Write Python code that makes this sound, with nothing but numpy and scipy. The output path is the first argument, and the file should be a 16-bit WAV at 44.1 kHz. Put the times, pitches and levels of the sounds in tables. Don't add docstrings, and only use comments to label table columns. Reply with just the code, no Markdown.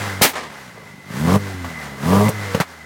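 import sys
import numpy as np
from scipy import signal
from scipy.fft import rfft, irfft
from scipy.io import wavfile
from scipy.ndimage import uniform_filter1d

SR = 44100
rng = np.random.default_rng(int(sys.argv[2]) if len(sys.argv) > 2 else 0)


def amplitude_ratio(level_db):
    exponent = np.asarray(level_db, float) / 20
    return 10 ** exponent


def persist_wave(psi):
    counts = np.round(np.clip(psi, -1, 1) * 32767).astype(np.int16)
    wavfile.write(sys.argv[1], SR, np.atleast_2d(counts).T)


N = 125685
TIME = np.arange(N) / SR


def level(x, db):
    return x * amplitude_ratio(db) / np.sqrt(np.mean(x ** 2))


def white():
    return rng.standard_normal(N)


def band(x, hz, width):
    return signal.lfilter(*signal.iirpeak(min(hz, 0.45 * SR), hz / width, SR), x)


def ring(x, modes):
    total = np.zeros(N)
    for k, (hz, width, db) in enumerate(modes):
        total += (-1) ** k * amplitude_ratio(db) * band(x, hz, width)
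    return level(total, 0)


def curve(table, col):
    points = np.array(table)
    return np.interp(TIME, points[:, 0], points[:, col])


def walk(rate):
    k = int(SR / rate)
    steps = np.repeat(rng.standard_normal(N // k + 1), k)
    return 1.267 * uniform_filter1d(uniform_filter1d(steps, k), k)[:N]


def noise(colour):
    hz = np.fft.rfftfreq(N, 1 / SR) + 1
    points = np.array(colour)
    db = np.interp(np.log(hz), np.log(points[:, 0]), points[:, 1])
    db = db - 7.6 * np.maximum(np.log2(points[0, 0] / hz), 0)
    return level(irfft(rfft(white()) * amplitude_ratio(db), N), 0)


def burst(at, hold, t60, attack=0.0018):
    t = TIME - at
    release_db = -60 * np.maximum(t - hold, 0) / max(t60, 0.005)
    return np.clip(t / attack, 0, 1) * amplitude_ratio(release_db)


def street():
    murmur = level(band(white(), 1070, 1470), -45) * amplitude_ratio(walk(5.94))
    return murmur + level(band(white(), 150, 200), -46)


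# (time [s], firing rate [Hz])
FIRING_RATE = [(0.0, 102.3), (0.06, 100.6), (0.34, 85.47), (0.77, 54.52), (1.02, 47.12), (1.09, 49.6),
               (1.21, 74.93), (1.28, 87.63), (1.37, 102.7), (1.75, 79.48), (1.95, 66.96), (2.02, 69.06),
               (2.12, 96.17), (2.3, 107.5), (2.56, 93.3), (2.85, 74.5)]


def crankshaft():
    hz = curve(FIRING_RATE, 1)
    turns = np.cumsum(hz * (1 + 0.00817 * walk(30))) / SR
    return hz, turns


# (time [s], firing strength [dB], rasp of steepened pulses [dB])
THROTTLE = [(0, -33, -79), (.3, -35, -38), (.68, -38, -55), (.73, -40, -50), (.78, -37.5, -37.5),
            (1.04, -38.5, -63), (1.2, -16.5, -49), (1.28, -16.5, -19.5), (1.36, -7.5, -15),
            (1.385, -25, -45), (1.5, -33, -58), (1.97, -35, -39.5), (2.08, -12.5, -23.5),
            (2.13, -10.5, -14.5), (2.272, -11.5, -19.5), (2.3, -31, -26.5), (2.36, -30.5, -51),
            (2.85, -40.5, -52)]


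def throttle():
    return amplitude_ratio(curve(THROTTLE, 1)), amplitude_ratio(curve(THROTTLE, 2))


# (time [s], level [dB], length [s])
SHIELD_BUZZ = [
    (0.106, 3.5, 0.13),
    (1.018, 4.5, 0.032),
    (1.787, 9, 0.07),
    (2.267, 14, .02),
    (2.447, 8, 0.082),
]


def heat_shield(hz):
    shield_hz, width_hz = 2032, 120
    buzz_db = 2.1 * walk(24.88)
    for at, db, length in SHIELD_BUZZ:
        buzz_db = buzz_db + db * np.exp(-((TIME - at) / length) ** 2)
    sheet = band(band(white(), shield_hz, width_hz), shield_hz, width_hz)
    return level(sheet, -40) * amplitude_ratio(buzz_db) * hz / 100


# (frequency [Hz], level [dB per Hz])
VALVE_GEAR = [(300, -10.5), (700, -6), (1050, -6.5), (1700, -5), (2200, -9.5), (2600, -14.5), (6300, -19.5),
              (16000, -31.5)]


def valve_gear(hz, turns, load):
    speed_gain = amplitude_ratio(-32.5 + 10.5 * np.log2(hz / 100))
    effort = speed_gain + amplitude_ratio(-24.5) * uniform_filter1d(load, 400)
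    clatter = noise(VALVE_GEAR) * (1 + 0.1 * np.cos(2 * np.pi * turns)) * amplitude_ratio(3.6 * walk(15))
    hiss = amplitude_ratio(-22.5) * load * level(band(white(), 6400, 13000), 0)
    return effort * clatter + hiss


# (start [s], end [s], level [dB])
DRONE_SPELLS = [(-.1, 0.2, -30.5), (.28, .5, -40.5), (.5, .7, -49), (.74, .86, -50), (1.194, 1.302, -29),
                (1.293, 1.371, -25), (1.387, 1.684, -30), (1.694, 1.97, -41.5), (2.053, 2.274, -26.5),
                (2.333, 2.584, -29.5), (2.62, 2.9, -40.5)]
# (multiple of firing rate [1], level [dB])
DRONE_HARMONICS = [(1, 0.5), (2, -11), (3, -12.5), (4, -19.5), (5, -13)]


def overrun_drone(turns):
    gate = sum(amplitude_ratio(db) * ((TIME > start) & (TIME < end)) for start, end, db in DRONE_SPELLS)
    gate = uniform_filter1d(gate, int(0.015 * SR))
    drone = np.zeros(N)
    for k, db in DRONE_HARMONICS:
        waver_db = 4.1 * walk(9.05) * (k > 1) + 1.1 * walk(12.4)
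        drone += amplitude_ratio(db + waver_db) * np.sin(2 * np.pi * k * turns + 1.36 * k)
    return np.sqrt(2) * gate * drone


# (frequency [Hz], width [Hz], level [dB])
PIPE_MODES = [(106, 94, -3), (184, 70, 2.5), (289.5, 48, -12), (368, 84, -18.5)]
# (frequency [Hz], width [Hz], level [dB])
RASP_MODES = [(430, 37, 6), (500, 39, 2), (610, 56, 0), (743, 90, -4.5), (992.2, 86, -0.5),
              (1182, 58, -1.5), (1690, 330, -23)]
CYLINDERS = [0.69, -3.2, 1, -2]


def exhaust(hz, turns, load, rasp):
    at = np.flatnonzero(np.diff(np.floor(turns)) > 0)
    chance = rng.standard_normal((len(at), 4))
    cylinder_db = np.array(CYLINDERS)[np.arange(len(at)) % len(CYLINDERS)]
    low, high = np.zeros(N), np.zeros(N)
    low[at] = amplitude_ratio(cylinder_db + 2.0 * chance[:, 0])
    high[at] = amplitude_ratio(cylinder_db + 2.6 * chance[:, 1])
    late = at + (0.448 + 0.055 * chance[:, 2]) * SR / hz[at]
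    high[np.minimum(late.astype(int), N - 1)] -= amplitude_ratio(-1 + 3.5 * chance[:, 3])
    thump = ring(low * load, PIPE_MODES) * np.sqrt(np.mean(load ** 2))
    thump = signal.lfilter(*signal.butter(2, 85, "high", fs=SR), thump)
    fronts = ring(band(high, 850, 2200) * rasp, RASP_MODES) * np.sqrt(np.mean(rasp ** 2))
    gas = np.exp(-(2 * turns % 1) / 1.1) * band(white(), 713, 860)
    return thump + fronts + rasp * level(gas, -11.5)


def engine():
    hz, turns = crankshaft()
    load, rasp = throttle()
    mechanical = heat_shield(hz) + valve_gear(hz, turns, load)
    return mechanical + overrun_drone(turns) + exhaust(hz, turns, load, rasp)


# (time [s], thump level [dB], crack level [dB], crack centre [Hz], crack t60 [s])
FUEL_POPS = [(0.2109, -13.5, -32, 900, .02), (0.2137, -4, -16, 900, 0.036), (.247, -19, -14, 500, 0.067),
             (1.298, -20, -27, 900, 0.037), (1.645, -27, -28, 900, 0.11), (2.283, -15, -17.5, 910, .04),
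             (2.29, -8, -22.5, 10500, 0.055), (2.5469, -4.5, -14, 598.7, 0.067),
             (2.573, -17.5, -41, 700, 0.039), (2.6012, -8, -12, 1060, 0.043),
             (2.6027, -36, -32.5, 3550, 0.079), (2.608, -11, -15, 1080, 0.1)]


def pops():
    out = np.zeros(N)
    for at, thump_db, crack_db, hz, t60 in FUEL_POPS:
        thump = np.sin(2 * np.pi * 190 * (TIME - at)) * burst(at, 0.0023, 0.028)
        front = np.sin(2 * np.pi * 520 * (TIME - at)) * burst(at, 0.00071, 0.02, 0.00014)
        crack = level(band(white(), hz, 0.6 * hz), 0) + level(white(), -19)
        out += amplitude_ratio(thump_db) * (thump + 0.82 * front)
        out += amplitude_ratio(crack_db) * crack * burst(at, 0.0013, t60, 0.00023)
    return out


# (frequency [Hz], level [dB per Hz])
ECHO_COLOUR = [(120, -34), (200, -13), (1230, -5), (1450, -15.5), (1840, -8), (2470, -15), (8420, -27.5),
               (16000, -46)]
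# (delay after the bang [s], level [dB], hold [s], t60 [s])
HOUSE_ECHOES = [
    (0.053, -38, 0.01, 1.),
    (0.122, -33.5, .012, 0.071),
    (0.142, -25, 0.022, 0.089),
    (0.169, -31.5, 0.017, 0.62),
    (.21, -37, 0.018, .1),
]


def house_echoes():
    bang_s = 0.2115
    far = sum(amplitude_ratio(db) * burst(bang_s + delay, hold, t60, 0.00084) for delay, db, hold, t60 in HOUSE_ECHOES)
    return noise(ECHO_COLOUR) * far * amplitude_ratio(2.0 * walk(120))


# (frequency [Hz], level [dB per Hz])
JET_COLOUR = [(59, -46), (100, -16), (281, 1), (467, -5), (791, 2), (1550, -3.5), (1730, 0.5), (8410, -6),
              (15500, -8.5)]


def backfire():
    blast_s, hold_s, t60_s = 0.2167, 0.032, 0.14
    roar = noise(JET_COLOUR)
    dull = signal.lfilter(*signal.butter(2, 4500, fs=SR), roar)
    bright = (roar - dull) * amplitude_ratio(1.5)
    jet = dull * burst(blast_s, hold_s, t60_s, 0.003)
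    jet += bright * burst(blast_s, 0.64 * hold_s, 1.05 * t60_s, 0.0036)
    jet = jet * amplitude_ratio(-5.5 + 0.81 * walk(150))
    return 0.64 * np.tanh(jet / 0.55)


# (time [s], depth [dB], recovery [s])
GAIN_DUCKS = [
    (.225, -11.5, 0.48),
    (1.37, -1.5, 0.39),
    (2.61, -10, 0.66),
]


def scene():
    duck_db = np.zeros(N)
    for at, depth_db, recovery in GAIN_DUCKS:
        fall = np.clip((TIME - at) / 0.016, 0, 1)
        duck_db += depth_db * fall * np.exp(-np.maximum(TIME - at, 0) / recovery)
    steady = (street() + engine()) * amplitude_ratio(duck_db)
    return (steady + pops() + house_echoes() + backfire())[None]


def top_cut(x):
    return signal.sosfilt(signal.butter(12, 16380, fs=SR, output="sos"), x)


def record(dry):
    bass_cut = signal.butter(3, 70, "high", fs=SR, output="sos")
    x = signal.sosfilt(bass_cut, dry)
    limited = 0.79 * np.tanh(x / 0.81)
    return top_cut(limited)


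dry = scene()
out = record(dry)
persist_wave(out)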